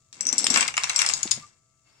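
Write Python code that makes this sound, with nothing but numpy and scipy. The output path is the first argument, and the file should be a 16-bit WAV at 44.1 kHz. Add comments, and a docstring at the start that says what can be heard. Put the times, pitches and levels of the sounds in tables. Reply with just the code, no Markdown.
"""A row of small wooden blocks topples on a play mat, close to a stereo microphone in a small room.
Each block cracks against the next, rings briefly and rebounds, setting the leaning stack clacking.
Flat faces slap together; the fallen blocks clatter and scrape as they settle, roll and thud on the mat.
Behind them lie a low rumble, room noise, a thin whine and a faint ringing hiss that rises at the end.
The right microphone port sounds duller than the left."""
import sys
import numpy as np
from scipy import signal
from scipy.fft import rfft, irfft, next_fast_len
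from scipy.io import wavfile
from scipy.ndimage import uniform_filter1d, minimum_filter1d

SR = 44100
rng = np.random.default_rng(int(sys.argv[2]) if len(sys.argv) > 2 else 0)


def output_pcm(signal):
    """Save a mono or channel-first signal as 16-bit PCM at the path in sys.argv[1].

    Samples are clipped to [-1, 1] before scaling.
    """
    pcm = np.clip(np.atleast_2d(signal).T, -1, 1) * 32767
    wavfile.write(sys.argv[1], SR, np.round(pcm).astype(np.int16))


N = 88200

# block striking block, close up; each level is relative within its column
# (time [s], crack [dB], clack [dB], low mode [dB], high mode [dB], low mode [Hz], high mode [Hz])
CONTACTS = [(0.1278, -38, -53.5, -44.5, -42, 5860, 7240), (0.2083, -27, -37, -20, -21, 5850, 7710),
            (0.2534, -31.5, -45, -24.5, -55, 5850, 8100), (0.2686, -27, -46, -13, -24.5, 5920, 8030),
            (0.2894, -34, -40.5, -13, -30.5, 5870, 6670), (0.3276, -22.5, -36, -15.5, -20, 5870, 7490),
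            (0.381, -15, -43.5, -11.5, -7.5, 5580, 7680), (0.4424, -17.5, -36.5, -16.5, -18, 5290, 8220),
            (0.4677, -11, -41.5, -26.5, -22.5, 5490, 7260), (0.502, -12.5, -32, -10.5, -10, 5720, 7680),
            (0.5409, -6.5, -22, -20.5, -19.5, 5500, 7680), (0.5595, -17, -15, -17, -27.5, 5190, 7860),
            (0.5732, -22.5, -18.5, -18.5, -12, 5940, 7820), (0.6084, -9, -23.5, -32.5, -18, 5910, 7780),
            (0.6275, -20, -20.5, -28.5, -27, 5600, 7545), (0.6796, -16, -33.5, -35.5, -28, 5740, 8360),
            (0.6832, -32.5, -23.5, -36, -32.5, 5740, 7530), (0.7403, -36.5, -29.5, -35, -39.5, 6000, 8000),
            (0.768, -27, -25.5, -26.5, -21.5, 5710, 6870), (0.7782, -17.5, -16.5, -26, -26, 5240, 7500),
            (0.8355, -15.5, -27, -19.5, -28.5, 5550, 7300), (0.841, -17.5, -22, -25, -29.5, 5840, 6700),
            (0.8962, -17.5, -35, -18.5, -24.5, 6130, 7660), (0.899, -22.5, -22.5, -45.5, -34, 5490, 8300),
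            (0.961, -15.5, -34.5, -13.5, -10.5, 5590, 7580), (0.9906, -8.5, -21, -10, -10.5, 5780, 7270),
            (1.0178, -11, -21.5, -33, -18.5, 5530, 8000), (1.063, -13, -43, -17, -32, 5220, 7300),
            (1.089, -18, -37, -20, -19.5, 5180, 7560), (1.0975, -21, -24.5, -37, -29.5, 5180, 7530),
            (1.1368, -15.5, -69, -21, -15, 5040, 6780), (1.2305, -16, -36.5, -28, -18.5, 5540, 6810),
            (1.311, -17.5, -43.5, -43.5, -14.5, 5800, 6770), (1.3147, -9.5, -31.5, -23, -14, 4980, 6900)]
# crack of a contact (frequency [Hz], gain [dB])
CRACK_SPECTRUM = [(300, -29.5), (2000, -14), (3700, 3.5), (8300, 6.5), (11500, -19), (14500, -37.5),
                  (16500, -60.5)]
# body of the leaning stack (frequency [Hz], gain [dB])
STACK_SPECTRUM = [(280, -28.5), (1000, -1), (1750, 0.5), (2400, 1.5), (3400, -3.5), (12000, -46)]
# modes of the leaning stack (frequency [Hz], relative level [dB])
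STACK_MODES = [(1230, -9), (2150, -4.5), (2360, -1), (2720, 0.5)]
# flat faces slapping together (time [s], level [dB], pitch [Hz])
FACE_SLAPS = [(0.467, -23, 2794), (1.2761, -34.5, 4820)]
# fallen blocks settling (time [s], clatter level [dB], scrape level [dB])
SETTLING_LEVELS = [(.11, -84, -71), (.135, -65.5, -47.5), (.28, -43.5, -70), (.4, -45, -28.5),
                   (.49, -40.5, -39), (.575, -24.5, -23.5), (.66, -35, -37.5), (.725, -64, -50),
                   (.8, -41, -40.5), (.94, -39.5, -38), (1.03, -30, -34), (1.16, -45, -31),
                   (1.22, -49, -43), (1.345, -48.5, -40.5), (1.6, -83.5, -75)]
# wood sliding on wood (frequency [Hz], gain [dB])
SCRAPE_SPECTRUM = [(300, -17), (2800, -10), (5500, -2), (7700, 1.5), (11500, -30.5), (16000, -58.5)]
# blocks landing on the mat (time [s], level [dB])
LANDINGS = [(0.329, -39.5), (0.441, -38), (0.505, -33.5), (1.254, -36.5), (1.376, -45.5)]
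# body of the mat and the floor under it (frequency [Hz], gain [dB])
MAT_SPECTRUM = [(50, -34), (160, -13), (240, -1.5), (380, -9.5), (800, -15), (3000, -55.5)]
# blocks rolling over their edges (time [s], level [dB])
ROLL_LEVELS = [(.1, -81.5), (.21, -53.5), (.58, -36), (.8, -85)]
# course of the low rumble (time [s], level [dB])
RUMBLE_LEVELS = [(0, -71.5), (.85, -56.5), (1.0, -62), (1.39, -52.5), (1.52, -73)]
# colour of the rumble (frequency [Hz], gain [dB])
RUMBLE_SPECTRUM = [(25, -28.5), (62, -2.5), (135, 7.5), (400, -33)]
# reverberation of the small room (frequency [Hz], T60 [s])
ROOM_DECAY = [(150, 0.82), (1500, 0.19), (12000, 0.16)]
# steady room noise (frequency [Hz], gain [dB])
ROOM_TONE_SPECTRUM = [(25, 1), (600, -8.5), (4000, -29.5), (7000, 5), (13000, -33.5)]
# faint hiss (frequency [Hz], gain [dB])
HISS_SPECTRUM = [(1500, 3.5), (7000, -3), (16000, -24.5)]
# fuzzy tones that rise with the hiss (frequency [Hz], relative level [dB])
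HISS_TONES = [(2164, -76), (2681, -75), (4570, -74), (5346, -72.5)]
# steady tones of the whine (frequency [Hz], level [dB])
WHINE_TONES = [(657, -84), (1179, -80), (1314, -79.5)]
# colour of the right microphone port (frequency [Hz], gain [dB])
RIGHT_PORT_RESPONSE = [(200, -1), (2400, -4), (5000, -1.5), (7000, -12), (8500, -18.5), (14000, -13)]

LOW_T60, HIGH_T60, CRACK_T60, CLACK_T60, STACK_T60 = 0.0074, 0.012, 0.0071, 0.02, 0.028  # s
LOW_DB, HIGH_DB, TOP_DB, CRACK_DB, CLACK_DB, STACK_DB = -5.5, -4, -23, -8.5, -6.5, -9  # added to CONTACTS
TOP_RATIO, STACK_SCATTER = 1.76, .018  # top mode over low mode; pitch spread as a share of the pitch
KNOCK_PAN_DB, CLATTER_PAN_DB, SCRAPE_PAN_DB, NOISE_PAN_DB = 1, -1.5, 0.5, 0.5  # left over right
NARROW, WIDE = .35, 0.93  # side over mid


def knocks():
    """Each contact cracks, rings three modes of the block and sets the leaning stack clacking."""
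    out, t = np.zeros((2, N)), np.arange(SR // 10) / SR
    for start, crack_db, clack_db, low_db, high_db, low_hz, high_hz in CONTACTS:
        ring = amp(low_db + LOW_DB) * wood_mode(t, low_hz, LOW_T60)
        ring += amp(high_db + HIGH_DB) * wood_mode(t, high_hz, HIGH_T60)
        ring += amp(high_db + TOP_DB) * wood_mode(t, low_hz * TOP_RATIO, HIGH_T60)
        stack = struck_stack(t)
        hit = pan(KNOCK_PAN_DB) * rebounds(ring)
        crack = amp(crack_db + CRACK_DB) * impact(t, CRACK_T60, CRACK_SPECTRUM, WIDE)
        clack = amp(clack_db) * (stack + amp(CLACK_DB) * impact(t, CLACK_T60, STACK_SPECTRUM, WIDE))
        add(hit, 0, pan(KNOCK_PAN_DB) * crack + pan(CLATTER_PAN_DB) * clack)
        add(out, start, room(hit))
    return out


def wood_mode(t, hz, t60, attack_s=0.00033, right_delay_s=0.0001):
    """One damped vibration of the wood, reaching the left side of the microphone first."""
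    age = np.maximum(t - np.array([[0], [right_delay_s]]), 0)
    attack = 1 - np.exp(-age / attack_s)
    return unit_blow(np.sin(2 * np.pi * hz * age) * fade(age, t60) * attack)


def impact(t, t60, spectrum, width):
    """A dying burst of noise, coloured by the body that is struck."""
    return unit_blow(colour(stereo_noise(len(t), width) * fade(t, t60), spectrum))


def struck_stack(t):
    """The leaning stack rings in modes of alternating sign, tuned a little differently at each blow."""
    ring = np.zeros((2, len(t)))
    for k, (hz, db) in enumerate(STACK_MODES):
        pitch = hz * (1 + STACK_SCATTER * rng.standard_normal())
        ring += (-1) ** k * amp(db + STACK_DB) * wood_mode(t, pitch, STACK_T60)
    return ring


def rebounds(ring, count=5, mean_flight_s=0.0098, first_db=-13.5, loss_db=5):
    """The block strikes, then chatters against its neighbour ever more softly."""
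    out = np.pad(ring, ((0, 0), (0, SR // 10)))
    flights = mean_flight_s * (.5 + rng.random(count))
    for k, start in enumerate(np.cumsum(flights)):
        add(out, start, amp(first_db - k * loss_db) * ring)
    return out


def slaps(half_length_cycles=0.6):
    """Two faces meet flat: a crack about one cycle long, with no ring in the wood."""
    out, t = np.zeros((2, N)), np.arange(SR // 10) / SR
    for start, db, hz in FACE_SLAPS:
        cycles = hz * t - 2
        crack = np.sin(2 * np.pi * cycles) * np.exp(-(cycles / half_length_cycles) ** 2)
        add(out, start, room(pan(KNOCK_PAN_DB) * amp(db) * unit_blow(crack)))
    return out


def settling(ring_db=-7.5):
    """Fallen blocks clatter, ringing the hollow stack, and slide on each other."""
    t = np.arange(SR // 10) / SR
    clatter_gain, scrape_gain = envelopes(SETTLING_LEVELS)
    clatter = clatter_gain * pan(CLATTER_PAN_DB) * rattle(STACK_SPECTRUM)
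    stack = sum(amp(db) * np.sin(2 * np.pi * hz * t) for hz, db in STACK_MODES) * fade(t, STACK_T60)
    ring = signal.fftconvolve(clatter, stack[None], axes=1)[:, :N]
    clatter += amp(ring_db) * clatter.std() * unit(ring)
    scrape = scrape_gain * pan(SCRAPE_PAN_DB) * rattle(SCRAPE_SPECTRUM)
    return room(clatter + scrape)[:, :N]


def rattle(spectrum, grains_per_s=660, spread_db=13, grain_t60=0.0033):
    """A stream of tiny random contacts through a resonant body, at rms 1."""
    out, t = np.zeros((2, N)), np.arange(SR // 50) / SR
    for position, size in rng.random((int(grains_per_s * N / SR), 2)):
        grain = amp(spread_db * size) * stereo_noise(len(t), WIDE) * fade(t, grain_t60)
        add(out, position * N / SR, grain)
    return unit(colour(out, spectrum))


def mat_thuds(t60=.035, room_send_db=-13.5):
    """Blocks land on the mat with dull knocks, dead centre and with little of the room."""
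    out, t = np.zeros((2, N)), np.arange(SR // 6) / SR
    for start, db in LANDINGS:
        thud = amp(db) * impact(t, t60, MAT_SPECTRUM, width=0)
        add(out, start, thud)
        add(out, start, amp(room_send_db) * room(thud))
    return out


def rolling():
    """Blocks roll softly over their edges, sounding the mat and the floor."""
    return envelopes(ROLL_LEVELS)[0] * steady_noise(MAT_SPECTRUM, NARROW)


def rumble():
    """A low rumble swells twice under the falling row."""
    return envelopes(RUMBLE_LEVELS)[0] * steady_noise(RUMBLE_SPECTRUM, NARROW)


def room(x, early_db=-4.5, early_t60=0.024, tail_db=-7):
    """The microphone hears direct sound, scatter off nearby blocks and floor, then the room's tail."""
    hz, frame_s, bands = signal.stft(rng.standard_normal((2, SR // 2)), SR, nperseg=256)
    band_t60 = log_interp(ROOM_DECAY, hz)[:, None]
    tail = signal.istft(bands * fade(frame_s, band_t60), SR, nperseg=256)[1]
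    t = np.arange(tail.shape[1]) / SR
    early = rng.standard_normal(tail.shape) * fade(t, early_t60) * (t > .001)
    tail *= t > .005
    response = amp(tail_db) * tail / np.linalg.norm(tail[0])
    response += amp(early_db) * early / np.linalg.norm(early[0])
    response[:, 0] += 1  # direct path
    return signal.fftconvolve(x, response, axes=1)


def room_tone(level_db=-68.5):
    """The steady, quiet noise of the room."""
    return pan(NOISE_PAN_DB) * amp(level_db) * steady_noise(ROOM_TONE_SPECTRUM, WIDE)


def ringing_hiss(level_db=-65, start_s=1.84, rise_s=.035, tone_width_hz=50, tones_before_db=-14):
    """A faint hiss comes in near the end, and fuzzy tones rise with it."""
    t, freqs = np.arange(N) / SR, np.fft.rfftfreq(N, 1 / SR)
    rise = np.clip((t - start_s) / rise_s, 0, 1)
    hiss = amp(level_db) * rise * steady_noise(HISS_SPECTRUM, WIDE)
    for hz, db in HISS_TONES:
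        peak = 1 / (1 + (2 * (freqs - hz) / tone_width_hz) ** 2)
        tone = unit(irfft(rfft(stereo_noise(N, WIDE)) * peak, N))
        hiss += (amp(tones_before_db) + rise) * amp(db) * tone
    return pan(NOISE_PAN_DB) * hiss


def whine(swell_s=1.44, swell_width_s=0.013, swell_hz=1185, swell_db=-43):
    """A thin steady whine, with one tone that swells briefly out of it."""
    t = np.arange(N) / SR
    steady = sum(amp(db) * unit(np.sin(2 * np.pi * hz * t)) for hz, db in WHINE_TONES)
    swell = amp(swell_db) * np.exp(-((t - swell_s) / swell_width_s) ** 2 / 2)
    return steady + swell * np.sin(2 * np.pi * swell_hz * t)


def amp(db):
    return 10 ** (np.asarray(db) / 20)


def pan(db):
    return amp([[db / 2], [-db / 2]])


def fade(t, t60):
    return np.exp(-np.log(1000) * t / t60)


def unit(x):
    """Scale to rms 1."""
    return x / np.sqrt(np.mean(x ** 2) + 1e-20)


def unit_blow(x, blow_s=.01):
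    """Give a short sound the energy of rms 1 held for blow_s."""
    return x * np.sqrt(blow_s * SR / np.mean(np.sum(x ** 2, axis=-1)))


def log_interp(points, hz):
    """Interpolate (frequency [Hz], value) points on a log axis."""
    freqs, values = np.transpose(points)
    return np.interp(np.log(hz + 1), np.log(freqs + 1), values)


def envelopes(rows):
    """One gain per sample for each level column of (time [s], level [dB], ...)."""
    times, *columns = np.transpose(rows)
    return [amp(np.interp(np.arange(N) / SR, times, db)) for db in columns]


def colour(x, spectrum):
    """Minimum-phase filter through (frequency [Hz], gain [dB]) points."""
    n = x.shape[-1]
    size = 2 * next_fast_len(n)
    gain = amp(log_interp(spectrum, np.fft.rfftfreq(size, 1 / SR)))
    cepstrum = irfft(np.log(gain), size)
    cepstrum[1:size // 2] *= 2  # folding onto positive time makes the filter causal
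    cepstrum[size // 2 + 1:] = 0
    return irfft(rfft(x, size) * np.exp(rfft(cepstrum)), size)[..., :n]


def stereo_noise(n, width):
    """White noise; width is side over mid."""
    mid, side = rng.standard_normal((2, n))
    return np.array([mid + width * side, mid - width * side])


def steady_noise(spectrum, width):
    """Coloured stereo noise for the whole scene, at rms 1."""
    return unit(colour(stereo_noise(N, width), spectrum))


def add(out, start_s, x):
    """Mix x into out at start_s."""
    i = int(np.clip(round(start_s * SR), 0, out.shape[1]))
    out[:, i:i + x.shape[-1]] += x[:, :out.shape[1] - i]


def scene():
    """The blocks close to the microphone, with the quiet room behind them."""
    toppling = knocks() + slaps() + mat_thuds() + rolling()
    background = rumble() + room_tone() + ringing_hiss() + whine()
    return toppling + settling() + background


def record(dry):
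    """The right microphone port is duller; a fast limiter holds the peaks; the top treble is cut."""
    ceiling, limiter_s, cutoff_hz = .85, .002, 16400
    mic = np.array([dry[0], colour(dry[1], RIGHT_PORT_RESPONSE)])
    needed_gain = ceiling / np.maximum(np.abs(mic).max(axis=0), ceiling)
    span = round(limiter_s * SR)
    limited = mic * uniform_filter1d(minimum_filter1d(needed_gain, 2 * span), span)
    passband = np.fft.rfftfreq(2 * N, 1 / SR) < cutoff_hz
    return irfft(rfft(limited, 2 * N) * passband)[:, :N]


dry = scene()
out = record(dry)
output_pcm(out)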